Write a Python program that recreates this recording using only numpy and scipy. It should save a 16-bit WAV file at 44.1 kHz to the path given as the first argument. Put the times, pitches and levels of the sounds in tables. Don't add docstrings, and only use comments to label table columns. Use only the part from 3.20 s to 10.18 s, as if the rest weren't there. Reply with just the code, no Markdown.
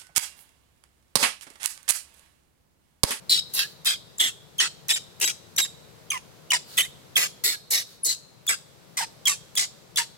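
import sys
import numpy as np
from scipy import signal
from scipy.fft import rfft, irfft, next_fast_len
from scipy.io import wavfile

SR = 44100
rng = np.random.default_rng(int(sys.argv[2]) if len(sys.argv) > 2 else 0)


def materialize(psi):
    bounded = np.clip(np.atleast_2d(psi).T, -1, 1)
    quanta = np.round(bounded * 32767).astype(np.int16)
    wavfile.write(sys.argv[1], SR, quanta)


N = 307729
CUTOFF_HZ = 15900


def from_db(db):
    return 10 ** (np.asarray(db) / 20)


def rms_one(x):
    return x / np.sqrt(np.mean(x ** 2) + 1e-20)


def seconds(length_s):
    return np.arange(int(length_s * SR)) / SR


def at_hz(points, hz):
    points = np.array(points)
    return np.interp(np.log(hz + 1), np.log(points[:, 0]), points[:, 1])


def colour(x, gain_at):
    size = next_fast_len(x.shape[-1])
    gain = gain_at(np.fft.rfftfreq(size, 1 / SR))
    return irfft(rfft(x, size) * gain, size)[..., :x.shape[-1]]


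def noise(spectrum, shape):
    return rms_one(colour(rng.standard_normal(shape), lambda hz: from_db(at_hz(spectrum, hz))))


def lean(x, balance):
    return colour(x, lambda hz: from_db(at_hz(balance, hz) * np.array([[.5], [-.5]])))


def wander(rate_hz, size):
    return rms_one(colour(rng.standard_normal(size), lambda hz: 1 / (1 + (hz / rate_hz) ** 2)))


def gate(t, rise_s, fall_s):
    return np.clip(t / rise_s, 0, 1) * np.clip((t[-1] - t) / fall_s, 0, 1)


def add(out, start_s, x):
    at = max(0, int(start_s * SR))
    out[..., at:at + x.shape[-1]] += x[..., :N - at]


def band(x, low_hz, high_hz):
    return colour(x, lambda hz: ((1 + (low_hz / (hz + 1)) ** 20) * (1 + (hz / high_hz) ** 20)) ** -.5)


# freq_hz, relative_db (per Hz)
AMBIENCE_SPECTRUM = [(15, -52), (25, -31), (48, -20), (153, 0.5), (242, -11.5), (489, -7), (796, -13.5),
                     (911, -14), (1740, -19), (3340, -21.5), (3920, -19.5), (4740, -21.5), (10400, -29),
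                     (11900, -27), (16000, -33.5)]
# time_s, level_db
AMBIENCE_LEVEL = [(0, -51), (1.2, -53), (1.8, -51), (4.06, -50.5), (4.5, -54.5), (5.15, -55), (5.85, -51),
                  (6.98, -52.5)]
# freq_hz, left_minus_right_db
AMBIENCE_BALANCE = [(60, 15), (150, 8.5), (380, 5), (950, -1), (2380, -1), (5980, 1.5), (15000, -0.5)]


def ambience(shared=0.21):
    bed = rms_one(noise(AMBIENCE_SPECTRUM, (2, N)) + shared * noise(AMBIENCE_SPECTRUM, N))
    level_db = np.interp(np.arange(N) / SR, *np.transpose(AMBIENCE_LEVEL))
    return rms_one(lean(bed, AMBIENCE_BALANCE)) * from_db(level_db)


# start_s, length_s, level_db (before the hump-shaped fade)
FUR_SLIDES = [(0.207, 0.41, -47.5), (3.422, 0.25, -43.5), (4.599, 0.22, -52)]
# freq_hz, relative_db (per Hz)
FUR_SPECTRUM = [(290, -54), (500, -13), (960, -27), (1300, -7), (2260, -14.5), (4530, 0), (5390, -8.5),
                (16000, -12)]


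def fur():
    out = np.zeros((2, N))
    for start_s, length_s, level_db in FUR_SLIDES:
        size = int(length_s * SR)
        add(out, start_s, noise(FUR_SPECTRUM, (2, size)) * np.hanning(size) * from_db(level_db))
    return out


def tail(spectrum, t60_s, level_db):
    t = np.arange(SR) / SR
    echoes = noise(spectrum, (2, SR)) * from_db(-60 * t / t60_s) * np.clip(t / .006, 0, 1)
    return from_db(level_db) * rms_one(echoes) / np.sqrt(SR)


# freq_hz, relative_db
SHORT_RING_SPECTRUM = [(300, 3), (2000, -11.5), (4000, 3), (9000, 0), (16000, -3)]
# freq_hz, relative_db
LONG_RING_SPECTRUM = [(300, 0), (2600, -17.5), (3900, 0), (5500, -7.5), (7700, -8.5), (16000, -21)]


def room(x):
    short = tail(SHORT_RING_SPECTRUM, t60_s=0.23, level_db=-14.5)
    long = tail(LONG_RING_SPECTRUM, t60_s=0.85, level_db=-28.5)
    return x + signal.fftconvolve(x, short + long, axes=1)[:, :N]


def corner(x, scatter_db, decay_s=0.0037, evenness=0.15):
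    t = np.arange(768) / SR
    scatter = rms_one(rng.standard_normal((2, len(t))) * np.exp(-t / decay_s))
    paths = from_db(scatter_db) * scatter / np.sqrt(len(t))
    paths[:, 0] += 1
    response = rfft(paths, 2 * len(t))
    paths = irfft(response / np.abs(response) ** evenness)[:, :len(t)]
    return signal.fftconvolve(x[None], rms_one(paths) / np.sqrt(len(t)), axes=1)


def folds(pitch_hz, overtone_db):
    k = np.arange(1, max(2, int(CUTOFF_HZ / pitch_hz.mean()) + 1))[:, None]
    phase = 2 * np.pi * k * np.cumsum(pitch_hz) / SR
    return rms_one((from_db(overtone_db * (k - 1)) * np.sin(phase)).sum(axis=0))


def grunt(length_s, level_db, sag_db, first_hz=430, last_hz=280, below_db=-16, jitter=0.1624):
    t = seconds(length_s)
    pitch_hz = np.geomspace(first_hz, last_hz, len(t)) * (1 + jitter * wander(166, len(t)))
    push = from_db(level_db + below_db - sag_db * t / length_s)
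    return folds(pitch_hz, overtone_db=-2) * push * gate(t, rise_s=0.022, fall_s=0.13)


def glide(length_s, first_hz, last_hz, level_db, overtone_db, jitter=0.017, slack_hz=3300):
    t = seconds(length_s)
    waver = jitter * np.sqrt(slack_hz / first_hz) * wander(520, len(t))
    pitch_hz = np.geomspace(first_hz, last_hz, len(t)) * (1 + waver)
    note = colour(folds(pitch_hz, overtone_db), lambda hz: from_db(at_hz([(10500, 2.5), (13000, -15)], hz)))
    return from_db(level_db + wander(240, len(t))) * note * gate(t, rise_s=0.004, fall_s=0.0078)


def add_note(out, start_s, note):
    add(out, start_s, corner(note, scatter_db=8, decay_s=0.0024, evenness=0.72))


# start_s, length_s, first_pitch_hz, last_pitch_hz, level_db (before glide and throat filters)
MOAN_GLIDES = [ (.39, 0.073, 1546, 1705, -43.5), (1.441, 0.04, 1288, 1380, -38),
               (2.932, 0.0465, 1104, 971, -34.5), (3.321, 0.033, 1046, 920, -35),
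               (3.626, .045, 1725, 2180, -46.5), (4.332, 0.031, 1770, 1580, -42.5),
               (5.297, .052, 1410, 1147, -41), (5.786, 0.035, 1144, 725, -33),
               (5.82, 0.027, 942, 876, -32.5), (6.088, 0.043, 1207, 1113, -40.5),
               (6.786, .04, 962, 904, -34.5)]
# freq_hz, gain_db
MOAN_THROAT = [(800, 0), (1300, -1), (2000, 1), (3000, -2), (4500, -20), (12000, 26)]


def moans():
    out = np.zeros((2, N))
    for start_s, *track in MOAN_GLIDES:
        note = glide(*track, overtone_db=-6)
        add_note(out, start_s, colour(note, lambda hz: from_db(at_hz(MOAN_THROAT, hz))))
    return out


# start_s, level_db (noise rms before gate and decay)
THROAT_CATCHES = [(0.6464, -21.5), (.9834, -25), (1.3808, -24), (1.6829, -18.5), (1.9989, -20.5),
                  (2.362, -20), (3.304, -16.5), (3.5696, -18), (3.955, -18), (4.2372, -12.5),
                  (5.2656, -20.5), (6.054, -14.5), (6.3522, -18), (6.758, -19.5)]


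def catches(decay_s=0.0027):
    out = np.zeros((2, N))
    t = seconds(0.032)
    shape = np.exp(-t / decay_s) * gate(t, rise_s=0.0012, fall_s=.005)
    for start_s, level_db in THROAT_CATCHES:
        air = noise([(300, -24), (1000, -10.0), (4000, -7.5), (6000, 1), (15000, 1)], len(t))
        add(out, start_s, corner(from_db(level_db) * air * shape, scatter_db=14))
    return out


# start_s, length_s, first_pitch_hz, level_db (before glide filter),
# db_per_overtone
OPENING_SQUEAKS = [ (0.979, 0.0083, 7670, -28, -15), (.991, 0.014, 3610, -31, -17),
                   (1.385, 0.028, 3270, -22.5, -8.5), (2.363, 0.0066, 6300, -20, 3),
                   (2.376, 0.0068, 3960, -13.5, -5), (2.902, 0.0086, 3310, -14, 0),
                   (3.303, 0.015, 3120, -19.5, -8), (3.571, 0.014, 3600, -25.5, -25),
                   (3.955, 0.019, 3500, -19.5, -54), (4.831, .019, 10500, -28.5, -28),
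                   (5.275, 0.02, 3560, -24, -7), (6.054, 0.0263, 3420, -22.5, -21),
                   (6.36, 0.027, 3460, -29.5, -6.5), (6.759, 0.02, 3530, -28.5, -18)]
SQUEAK_FALL = 0.1016


def squeaks():
    out = np.zeros((2, N))
    for start_s, length_s, first_hz, level_db, overtone_db in OPENING_SQUEAKS:
        note = glide(length_s, first_hz, first_hz * (1 - SQUEAK_FALL), level_db, overtone_db)
        add_note(out, start_s, note)
    return out


# start_s, length_s, rasp_change_db, first_pitch_hz, last_pitch_hz,
# level_db (before glide filter), db_per_overtone
LOCKED_WHISTLES = [ (0.189, 0.013, 6.5, 5110, 5400, -26, -39), (0.372, 0.038, 0.5, 4040, 3900, -34, -20),
                   (0.728, 0.029, -3, 3480, 3200, -37, -20),
                   (1.726, 0.0333, -15.5, 3900, 3620, -25.5, -1.5),
                   (2.05, 0.027, -12.5, 3910, 3790, -22, 1), (2.41, .04, -15.5, 3956, 3640, -24.5, 0),
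                   (3.32, 0.014, -18, 2600, 2480, -25, -50), (3.328, 0.019, 0.5, 2046, 1900, -25.5, -20),
                   (3.348, 0.019, -3, 4940, 4740, -31, -36), (3.591, 0.0307, 0, 2976, 3157, -25.5, -24),
                   (3.618, 0.03, -13, 3670, 3710, -33, -1.5), (3.969, 0.021, 2, 2384, 1916, -23.5, -23),
                   (4.876, 0.0447, -2.5, 4200, 4056, -28, -17), (6.075, 0.014, 1.5, 2400, 2090, -21.5, -26)]


def whistles():
    out, rasp_change = np.zeros((2, N)), np.zeros(N)
    for start_s, length_s, change_db, *note in LOCKED_WHISTLES:
        add_note(out, start_s, glide(length_s, *note))
        add(rasp_change, start_s, change_db * gate(seconds(length_s), rise_s=0.0087, fall_s=0.0023))
    return out, rasp_change


# first_hz, last_hz
STRAY_FOLD_HZ = (2059, 1453)


def torn_voice(t, first_hz, last_hz, rough, jitter=0.0608, jitter_hz=450, air=2.45, sag=.05):
    pitch_hz = np.geomspace(first_hz, last_hz, len(t)) * (1 - sag * np.sin(np.pi * t / t[-1]))
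    leading = folds(pitch_hz * (1 + jitter * rough * wander(jitter_hz, len(t))), overtone_db=0.0)
    stray_drift = .11 * wander(44.94, len(t)) + 0.0171 * wander(735, len(t))
    stray = folds(np.geomspace(*STRAY_FOLD_HZ, len(t)) * np.exp(stray_drift), overtone_db=-0.16)
    source = leading + rough ** 2 * (1.57 * stray + air * rng.standard_normal(len(t)))
    return source * from_db(3.44 * wander(540, len(t)))


# freq_hz, gain_db
RASP_THROAT = [(150, -23.5), (380, -14), (650, -11), (950, -11), (1500, -5.5), (2000, 0.5), (2900, -4.5),
               (4800, -3), (5500, -2.5), (6400, 1), (8000, 6), (9100, 0), (10800, 2.5), (15500, -6.5)]
MOUTH_WIDTH = 0.2
MOUTH_FALL, MOUTH_BLUR = 0.033, 0.75
CLUMP_DB, CLUMP_SPACING_HZ, CLUMP_FALL = 1.9, 168, 0.13


def mouth(x, mid_hz, mid_height_db, count=9):
    u, out = np.linspace(0, 1, len(x)), 0
    clumps_db = CLUMP_DB * rng.standard_normal(size=256)
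    for place in np.linspace(0, 1, count):
        centre_hz = mid_hz * (1 + MOUTH_FALL * (.5 - place))
        height_db = mid_height_db * (1 + MOUTH_BLUR * (.5 - place))
        clumps_hz = np.arange(len(clumps_db)) * CLUMP_SPACING_HZ * (1 - CLUMP_FALL * place)

        def gain_at(hz):
            peak_db = height_db / (1 + ((hz / centre_hz - 1) / MOUTH_WIDTH) ** 2)
            return from_db(at_hz(RASP_THROAT, hz) + peak_db + np.interp(hz, clumps_hz, clumps_db))

        crossfade = np.maximum(1 - np.abs(u - place) * (count - 1), 0)
        out = out + colour(x, gain_at) * crossfade
    return out


SWELL_DB, DEEP_SWELL_DB = 37, 42
SHRILL_FADE_DB = 4
RELEASE_FROM, RELEASE_DB = 0.77, 9.5
TREMBLE_DB, TREMBLE_HZ = -0.05, 44.3


def effort(u, crest, sag_db):
    early = np.maximum(crest - u, 0)
    sag = sag_db * np.maximum(u - crest, 0) / (1 - crest)
    release = RELEASE_DB * np.maximum(u - RELEASE_FROM, 0) / (1 - RELEASE_FROM)
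    push = TREMBLE_DB * wander(TREMBLE_HZ, len(u)) - (sag + release)
    return push - DEEP_SWELL_DB * early, push - SWELL_DB * early, push - SHRILL_FADE_DB * u


PITCH_FALL, CLEAR_FALL = .05, .62


def rasp(length_s, level_db, crest, sag_db, deep_db, shrill_db, first_hz, rough,
         mouth_hz, mouth_db, top_db, top_fade_db=6):
    t = seconds(length_s)
    source = torn_voice(t, first_hz, first_hz * (1 - PITCH_FALL - CLEAR_FALL * (1 - rough)), rough)
    source = mouth(source, mouth_hz, mouth_db)
    top = colour(source, lambda hz: at_hz([(8000, 0), (12000, 1)], hz))
    source = source + top * (from_db(top_db + top_fade_db * (1.0 - t / length_s)) - 1)
    deep, middle, shrill = effort(t / length_s, crest, sag_db)
    registers = [(100, 2650, deep + deep_db), (2800, 5500, middle), (5500, 17000, shrill + shrill_db)]
    sound = sum(from_db(level_db + db) * rms_one(band(source, low, high)) for low, high, db in registers)
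    return sound * gate(t, rise_s=0.0034, fall_s=0.0037)


# start_s, length_s, level_db (middle part before effort), crest (share of length), sag_db,
# deep_db and shrill_db (relative to the middle part), first_pitch_hz, roughness (1 = torn),
# mouth_hz and mouth_height_db (mid-scream), top_octave_db (at the end)
SCREAM_LIST = [ (0.093, 0.11, -18.5, 0.23, 6.5, -19, -6, 4055, .96, 4000, 13, -3),
               (0.334, .13, -23, 0.5, 13.5, -7, -4, 4260, .98, 4450, 5, 4),
               (.652, 0.11, -21.5, 0.22, 12, -9, -2.5, 4130, 1, 3860, 7, -2),
               (0.996, 0.11, -23, 0, 9.5, -3.5, 1.5, 3640, 1.01, 3300, 16.5, -6),
               (1.397, 0.088, -22.5, 0.04, 12, -2.5, 0, 1640, 1.04, 2750, 9, -14),
               (1.688, 0.098, -24, 0.11, 6.5, -4, 2, 3870, 1.01, 2960, 7, -7),
               (2.009, 0.11, -25.5, 0.07, 5, -4, 3.5, 2393, 1.11, 3020, 6, -4.5),
               (2.38, 0.088, -24.5, 0, 12, -1.5, 4.5, 2050, 1.14, 3330, 9.5, -10),
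               (2.911, 0.086, -32, 0, 21.5, 3, 2, 1268, 0.54, 2970, 9, -6),
               (3.313, 0.063, -23.5, 0.03, 7, 0, 3, 1205, 0.58, 3700, 4, -12),
               (3.575, 0.09, -24.5, 0.01, 13, 2, 5, 1592, 1.02, 3120, 20, -0.5),
               (3.964, 0.11, -26, 0, 5, -0.5, 4.5, 2415, 1.1, 2560, 3.5, -1.5),
               (4.238, 0.12, -23.5, 0.18, 7.5, -10, 0.5, 4005, 0.96, 4080, 8.5, 1),
               (4.503, .13, -24, 0.31, 12, -8.5, 1, 2398, .97, 4900, 5, -0.5),
               (4.844, 0.11, -25.5, 0.48, 10.5, -12.5, 3.5, 4290, .94, 4380, 8, -5),
               (5.285, .072, -27, 0.18, 12, 4, 4.5, 1944, 0.77, 2040, 6, -9),
               (5.768, 0.085, -29, 0.13, 6, -2.5, -0.5, 1059, 0.76, 2020, 0.5, -8),
               (6.069, 0.094, -22.5, 0, 19.5, -7, 4.5, 1139, 0.61, 4740, -1, -11.5),
               (6.371, 0.087, -23.5, 0.02, 10, -5, 2.5, 1302, 0.82, 3270, -0.5, -7),
               (6.769, 0.087, -24, 0.18, 24.5, -3.5, 2.5, 995, 0.94, 6400, -0.5, -10.5)]
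GRUNT_CLEAR_LOSS_DB = 32


def screams():
    out = np.zeros((2, N))
    for start_s, length_s, level_db, crest, sag_db, deep_db, shrill_db, first_hz, rough, *vowel in SCREAM_LIST:
        voice = rasp(length_s, level_db, crest, sag_db, deep_db, shrill_db, first_hz, rough, *vowel)
        add(out, start_s, corner(voice, scatter_db=18.0))
        grunt_db = level_db + shrill_db - GRUNT_CLEAR_LOSS_DB * (1 - rough)
        add(out, start_s, corner(grunt(length_s, grunt_db, sag_db), scatter_db=3.5))
    return out


def monkey():
    clear, rasp_change_db = whistles()
    return screams() * from_db(rasp_change_db) + clear + squeaks() + moans() + catches()


# freq_hz, left_minus_right_db
VOICE_BALANCE = [(400, 4), (1000, -3.5), (2500, -3), (4500, 0.5), (14000, 0)]


def scene():
    return ambience() + fur() + lean(room(monkey()), VOICE_BALANCE)


def record(dry):
    return signal.sosfilt(signal.ellip(10, .2, 70, CUTOFF_HZ, fs=SR, output="sos"), dry)


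dry = scene()
out = record(dry)
materialize(out)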